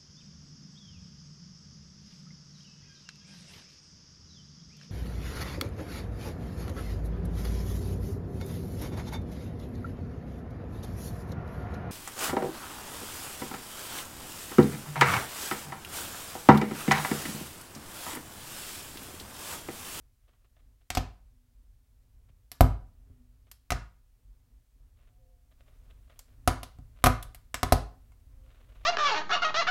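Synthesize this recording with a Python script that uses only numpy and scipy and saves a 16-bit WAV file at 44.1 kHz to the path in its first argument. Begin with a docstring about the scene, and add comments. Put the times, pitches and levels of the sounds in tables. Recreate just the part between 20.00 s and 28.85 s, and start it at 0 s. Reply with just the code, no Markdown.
"""Dry pasta snapped in a towel

Two hands lean on a wooden board, close by, and break dry pasta inside a folded towel. Each break is a
sharp crack with ringing shards; the released hands knock the board and thump the table under it.
Between breaks the towel rustles and faint tones droop. A small room answers; rumble and hiss lie below."""
import sys
import numpy as np
from scipy import signal
from scipy.fft import rfft, irfft, next_fast_len
from scipy.io import wavfile
from scipy.ndimage import uniform_filter1d

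SR = 44100
rng = np.random.default_rng(int(sys.argv[2]) if len(sys.argv) > 2 else 0)


def master_out(mix):
    """Clip the mix to full scale and print it as 16-bit PCM to the path in sys.argv[1]."""
    frames = np.transpose(np.atleast_2d(mix))
    ceiling = np.clip(frames, -1, 1)
    pcm = np.round(ceiling * 32767).astype(np.int16)
    wavfile.write(sys.argv[1], SR, pcm)


N = 390285
RING_SAMPLES, ATTACK_SAMPLES = int(0.6 * SR), int(0.01 * SR)
LEAN_S = 5.4  # the hands regrip and lean in for the second round

# Pasta breaks and one soft knock of a settling hand.
# Each row: start in seconds, crack, fizz and knock levels in dB before trim,
# knock hardness in dB per octave, ring of the piece in Hz, ring of the splinters in Hz.
IMPACTS = [(0.903, -33, -38, -38.5, 2.5, 2220, 7900), (0.9503, -36, -38.5, -40.5, 5, 4740, 7700),
           (0.972, -31, -39, -25.5, -3.5, 2240, 12300), (2.5167, -46, -42.5, -54, 7.5, 4740, 12200),
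           (2.608, -31, -28, -14.5, -3.5, 1920, 12000), (3.5146, -54, -48.5, -69, 11.5, 5070, 12000),
           (3.7047, -32.5, -38, -33, 16.5, 1900, 10600), (3.72, -33, -42, -28, 8.5, 1900, 7500),
           (6.1916, -54.5, -49, -64.5, 10, 5050, 7500), (6.476, -27.5, -28, -19, 6.5, 2162, 10400),
           (6.6315, -43.5, -44.5, -43, 7, 4310, 10600), (6.7865, -74.5, -73.5, -61, -1.5, 1900, 8000),
           (7.0407, -24.5, -24, -17.5, 6, 2080, 11580), (7.0604, -25.5, -29.5, -20.5, 8, 2100, 11500),
           (7.0683, -32.5, -29.5, -16.5, 9.5, 1900, 11500), (7.2267, -48, -44, -63, 15, 3510, 11000),
           (7.347, -53.5, -49.5, -57, 12, 2090, 12900), (7.5432, -32.5, -36, -36.5, 10.5, 1985, 7600),
           (7.6312, -31, -33.5, -24, 4.5, 1860, 9200), (7.7231, -27, -27, -15.5, -5, 4560, 9740),
           (8.12, -76.5, -74, -69.5, 15, 2615, 7500)]


def undb(db):
    """Decibels to gain."""
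    return 10 ** (np.asarray(db) / 20)


def unit(x, count=None):
    """Scale to rms 1 over the first count samples."""
    return x / np.sqrt(np.mean(x[:count] ** 2))


def colour(x, points):
    """Minimum-phase filter through (Hz, dB) points."""
    size = 2 * next_fast_len(len(x))
    hz, db = np.transpose(points)
    bin_hz = np.arange(size // 2 + 1) * SR / size
    gain = undb(np.interp(np.log(bin_hz + 1), np.log(hz), db))
    cepstrum = irfft(np.log(gain))
    cepstrum[1:size // 2] *= 2
    cepstrum[size // 2 + 1:] = 0
    return irfft(rfft(x, size) * np.exp(rfft(cepstrum)))[:len(x)]


def fade(t60_s, count=RING_SAMPLES):
    """Exponential decay, 60 dB down at t60_s."""
    return np.exp(-np.log(1000) * np.arange(count) / SR / t60_s)


def ring(modes, count=RING_SAMPLES):
    """Struck modes (Hz, dB, t60 s): the real part starts at full swing, the imaginary part at rest."""
    t = np.arange(count) / SR
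    return sum(undb(db) * fade(t60_s, count) * np.exp(2j * np.pi * hz * t) for hz, db, t60_s in modes)


def walk(rate_hz):
    """Smooth random wander, rms 1."""
    hold = int(SR / rate_hz)
    steps = np.repeat(rng.standard_normal(N // hold + 1), hold)
    return unit(uniform_filter1d(uniform_filter1d(steps, hold), hold)[:N])


def ramp(start_s, rise_s):
    """Linear rise from 0 to 1."""
    return np.clip((np.arange(N) / SR - start_s) / rise_s, 0, 1)


def swell(start_s, attack_s, hold_s, release_s):
    """Linear envelope, released hold_s after its start."""
    return ramp(start_s, attack_s) * (1 - ramp(start_s + hold_s, release_s))


def add(track, start_s, sound):
    """Mix a sound into the track."""
    start = int(start_s * SR)
    track[start:start + len(sound)] += sound[:N - start]


def background(waver_db=2.5, hiss_db=-79, hiss_rise_db=3):
    """Table and room rumble under a white hiss that rises a little from LEAN_S on."""
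    # Rumble spectrum. Each row: frequency in Hz, gain in dB.
    spectrum = [(12, -18.5), (22, -1), (48, 2.5), (78, -8.5), (115, -10.5), (160, -29), (205, -30),
                (250, -22), (330, -36.5), (430, -34.5), (700, -40), (2000, -48.5), (16000, -80)]
    # Rumble contour. Each row: time in seconds, level in dB.
    contour = [(0, -58.5), (2.3, -60), (3.2, -54.5), (3.6, -60), (4.7, -59), (7.2, -51), (8.85, -52.5)]
    rumble = unit(colour(rng.standard_normal(N), spectrum))
    rumble_db = np.interp(np.arange(N) / SR, *np.transpose(contour)) + waver_db * walk(8.2)
    hiss = undb(hiss_db + hiss_rise_db * ramp(LEAN_S, rise_s=0.28)) * rng.standard_normal(N)
    return undb(rumble_db) * rumble + hiss


def towel(rest_db=-94.5, grain_db=5, catch_db=2, crunches_per_s=12, over_rub_db=5.5, scatter_db=2.3):
    """Fibres catch and slip unevenly; now and then the pasta shifts with a short crunch."""
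    # Cloth spectrum. Each row: frequency in Hz, gain in dB.
    spectrum = [(150, -11), (300, -2.5), (650, 4.5), (850, -7), (1150, 0.5), (1750, -4.5), (2800, -4.5),
                (3800, -8.5), (5000, -20), (16000, -30.5)]
    # Hands sliding on the towel. Each row: start in seconds, hold in seconds, level in dB.
    rubs = [(0.202, .12, -85), (4.96, 0.029, -77), (5.577, .7, -82), (6.891, .13, -87.5),
            (8.43, 0.46, -73.5)]
    # Clearest shifts of the pasta. Each row: start in seconds, level in dB.
    crunches = [(0.278, -67), (.331, -72.5), (.443, -70), (.563, -70), (0.589, -72), (.808, -72.5),
                (2.286, -69.5), (3.467, -70), (5.51, -69), (5.601, -69), (5.677, -70), (5.897, -70.5),
                (6.095, -65), (6.113, -64.5), (6.158, -68), (6.961, -67), (6.986, -66), (7.016, -66.5),
                (8.542, -68)]
    grains = rng.standard_normal(N) * undb(grain_db * rng.exponential(size=N).clip(0, 6))
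    sliding = sum(undb(db) * swell(start_s, 0.018, hold_s, 0.13) for start_s, hold_s, db in rubs)
    friction = (undb(rest_db) + sliding) * undb(catch_db * walk(55))
    triggers = rng.random(N) < crunches_per_s / SR
    shifts = triggers * sliding * undb(over_rub_db + scatter_db * rng.standard_normal(N))
    for start_s, db in crunches:
        add(shifts, start_s, undb([db]))
    crunch_shape = swell(0, attack_s=0.0038, hold_s=0.0088, release_s=0.018)[:RING_SAMPLES]
    crunching = signal.fftconvolve(shifts, crunch_shape)[:N]
    return unit(colour(grains, spectrum)) * (friction + crunching)


def fracture(spectrum, ring_hz, ring_db, ring_q, tear_t60_s, splinter_t60_s, splinter_db,
             shard_t60_s, shard_count, shard_db=-5.5):
    """The crack tears through at once, splinters follow, and freed shards ring briefly in the cloth."""
    size = 8 * ATTACK_SAMPLES
    tear = rng.standard_normal(size) * fade(tear_t60_s, size)
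    grains = rng.standard_normal(size) * undb(5 * rng.exponential(size=size).clip(0, 4))
    splinters = grains * fade(splinter_t60_s, size)
    shard_hz = rng.uniform(1800, 14000, (shard_count, 1))
    shard_tones = np.sin(2 * np.pi * shard_hz * np.arange(size) / SR)
    shards = rng.standard_normal(shard_count) @ shard_tones * fade(shard_t60_s, size)
    parts = ((tear, 0), (splinters, splinter_db), (shards, shard_db))
    burst = sum(undb(db) * unit(colour(part, spectrum), ATTACK_SAMPLES) for part, db in parts)
    # the size of the piece sets one well damped resonance
    resonance = signal.lfilter(*signal.iirpeak(ring_hz, ring_q, fs=SR), burst)
    return unit(burst + undb(ring_db) * resonance, ATTACK_SAMPLES)


def board_knock(hardness_db_per_octave, detune=0.022, scatter_db=3, contact_s=0.00026):
    """The broken piece is driven onto the board; hard contact favours the high modes."""
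    # Board modes, damped by the hands. Each row: frequency in Hz, level in dB, t60 in seconds.
    board_modes = [(257, -17, 0.18), (337, -17, 0.076), (418.5, -18.5, 0.086), (557, -17.5, 0.059),
                   (716, 2.5, 0.032), (725, -10, 0.036), (1002, -9.5, 0.04), (1127, -11, 0.034),
                   (1212, -7.5, 0.028), (1420, -16.5, 0.026), (1680, -24, .03), (2103, -21, 0.05)]
    size = RING_SAMPLES // 4
    hz, db, t60_s = np.transpose(board_modes)
    octaves_up = np.clip(np.log2(hz / hz[np.argmax(db)]), 0, 1)
    struck_hz = hz * (1 + detune * rng.standard_normal(len(hz)))
    struck_db = db + hardness_db_per_octave * octaves_up + scatter_db * rng.standard_normal(len(hz))
    onset = 1 - np.exp(-np.arange(size) / SR / contact_s)
    return unit(ring(zip(struck_hz, struck_db, t60_s), size).imag * onset, ATTACK_SAMPLES)


def pasta(fizz_trim_db=-1.5, knock_trim_db=1):
    """Every break cracks, splinters and knocks the board, as heard from one direction."""
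    # Spectra of the crack and the splinter fizz. Each row: frequency in Hz, gain in dB.
    crack_spectrum = [(300, -26), (900, -5.5), (1600, -3), (2140, -3.5), (2700, -2.5), (4200, -3),
                      (5500, -4), (6700, -7.5), (8000, -17), (16000, -37.5)]
    fizz_spectrum = [(1000, -36.5), (5500, -15.5), (7500, -2.5), (9500, -3), (12200, -1.5), (14000, -5),
                     (16000, -14.5)]
    out = np.zeros(N)
    for start_s, crack_db, fizz_db, knock_db, hardness, piece_hz, splinter_hz in IMPACTS:
        crack = fracture(crack_spectrum, piece_hz, ring_db=-0.5, ring_q=3.2, tear_t60_s=0.0052,
                         splinter_t60_s=0.049, splinter_db=5.5, shard_t60_s=0.028, shard_count=32)
        fizz = fracture(fizz_spectrum, splinter_hz, ring_db=1.5, ring_q=7, tear_t60_s=0.0025,
                        splinter_t60_s=0.037, splinter_db=3, shard_t60_s=0.025, shard_count=24)
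        add(out, start_s, undb(crack_db) * crack)
        add(out, start_s, undb(fizz_db + fizz_trim_db) * fizz)
        add(out, start_s, undb(knock_db + knock_trim_db) * board_knock(hardness))
    return out


def thump(scatter_db=2.5, contact_s=0.003):
    """The weight of the hands shakes the table; flesh and towel soften the blow."""
    # Table top modes. Each row: frequency in Hz, level in dB, t60 in seconds.
    table_modes = [(50.1, -4, 0.38), (57.4, -9.5, 0.39), (76.6, 3, 0.14), (87.8, -9.5, .3),
                   (108.6, -11, 0.35), (135, -12, .3), (186.6, -27.5, 0.46), (247.5, -13.5, .16),
                   (264.6, -12.5, 0.12)]
    modes = [(hz, db + scatter_db * rng.standard_normal(), t60_s) for hz, db, t60_s in table_modes]
    onset = 1 - np.exp(-np.arange(RING_SAMPLES) / SR / contact_s)
    return unit(ring(modes).real * onset, 3 * ATTACK_SAMPLES)


def table_thumps(offset_db=-2.5, follow_db_per_db=0.27, lean_db=-4.5):
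    """Each impact thumps the table: more when the hands follow through, less once they lean on it."""
    # Soft table thumps as the hands shift their weight. Each row: start in seconds, level in dB.
    bumps = [(2.3, -60), (3.1, -52), (6.787, -47), (7.971, -57)]
    out = np.zeros(N)
    for start_s, crack_db, _, knock_db, *_ in IMPACTS:
        follow_db = follow_db_per_db * (knock_db - crack_db)
        thump_db = knock_db + offset_db + follow_db + lean_db * (start_s > LEAN_S)
        add(out, start_s, undb(thump_db) * thump())
    for start_s, db in bumps:
        add(out, start_s, undb(db) * thump())
    return out


def whines(droop=0.04, waver=0.008, flutter_db=2):
    """Faint tones that swell quickly, waver and sink a little as they fade."""
    # Hums and whines. Each row: start in seconds, length in seconds, pitch in Hz, level in dB.
    tones = [(1.301, 0.32, 250.4, -76), (3.07, 0.12, 419, -76), (3.102, 0.28, 251.8, -67.5),
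             (5.079, 0.59, 726.6, -83.5), (5.181, 0.31, 522, -72), (8.329, 0.36, 533, -77)]
    out, wander, flutter = np.zeros(N), walk(63), walk(45)
    for start_s, length_s, hz, db in tones:
        start, count = int(start_s * SR), int(length_s * SR)
        age = np.linspace(0, 1, count)
        pitch_hz = hz * (1 - droop * age + waver * wander[start:start + count])
        envelope = np.sin(np.pi * np.sqrt(age)) * undb(db + flutter_db * flutter[start:start + count])
        add(out, start_s, np.sqrt(2) * envelope * np.sin(2 * np.pi * np.cumsum(pitch_hz) / SR))
    return out


def room(x, gap_s=0.0005, build_s=0.003):
    """Diffuse echoes of a small room; the treble dies first."""
    # Echo bands. Each row: frequency in Hz, level in dB.
    bands = [(100, -18), (250, -9.5), (450, -4.5), (600, -9), (720, -14), (920, -5), (1220, -8), (1550, -6),
             (2100, -9), (4000, -9.5), (8000, -10), (12000, -13), (16000, -10.5)]
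    # Echo decay. Each row: frequency in Hz, t60 in seconds.
    decay = [(100, .34), (700, .36), (1400, .36), (2500, .33), (6000, .3), (11000, .22), (16000, .15)]
    hz, db = np.transpose(bands)
    t60_s = np.interp(hz, *np.transpose(decay))
    noise = rfft(rng.standard_normal(RING_SAMPLES))
    log_bin_hz = np.log(np.arange(len(noise)) * SR / RING_SAMPLES + 1)
    arrival = ramp(gap_s, build_s)[:RING_SAMPLES]
    response = np.zeros(RING_SAMPLES)
    for band, band_db, band_t60_s in zip(np.eye(len(hz)), db, t60_s):
        echoes = irfft(noise * np.interp(log_bin_hz, np.log(hz), band), RING_SAMPLES)
        envelope = arrival * fade(band_t60_s)
        response += undb(band_db) * echoes * envelope / np.linalg.norm(envelope)
    return signal.fftconvolve(x, response)[:N]


def scene():
    """Close sounds, their echoes and the background, in mono."""
    near = pasta() + table_thumps() + towel() + whines()
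    # a break sends a different fine pattern in each direction, so its echoes blend into a smooth tail
    directions = [near, pasta(), pasta()]
    echoes = sum(room(sound) for sound in directions) / np.sqrt(len(directions))
    return (near + echoes + background())[None]


def record(dry, low_hz=24, top_hz=15900):
    """Gentle low cut, steep top cut."""
    low_cut = signal.butter(2, low_hz, "high", fs=SR, output="sos")
    top_cut = signal.ellip(8, 0.2, 70, top_hz, fs=SR, output="sos")
    return signal.sosfilt(top_cut, signal.sosfilt(low_cut, dry))


dry = scene()
out = record(dry)
master_out(out)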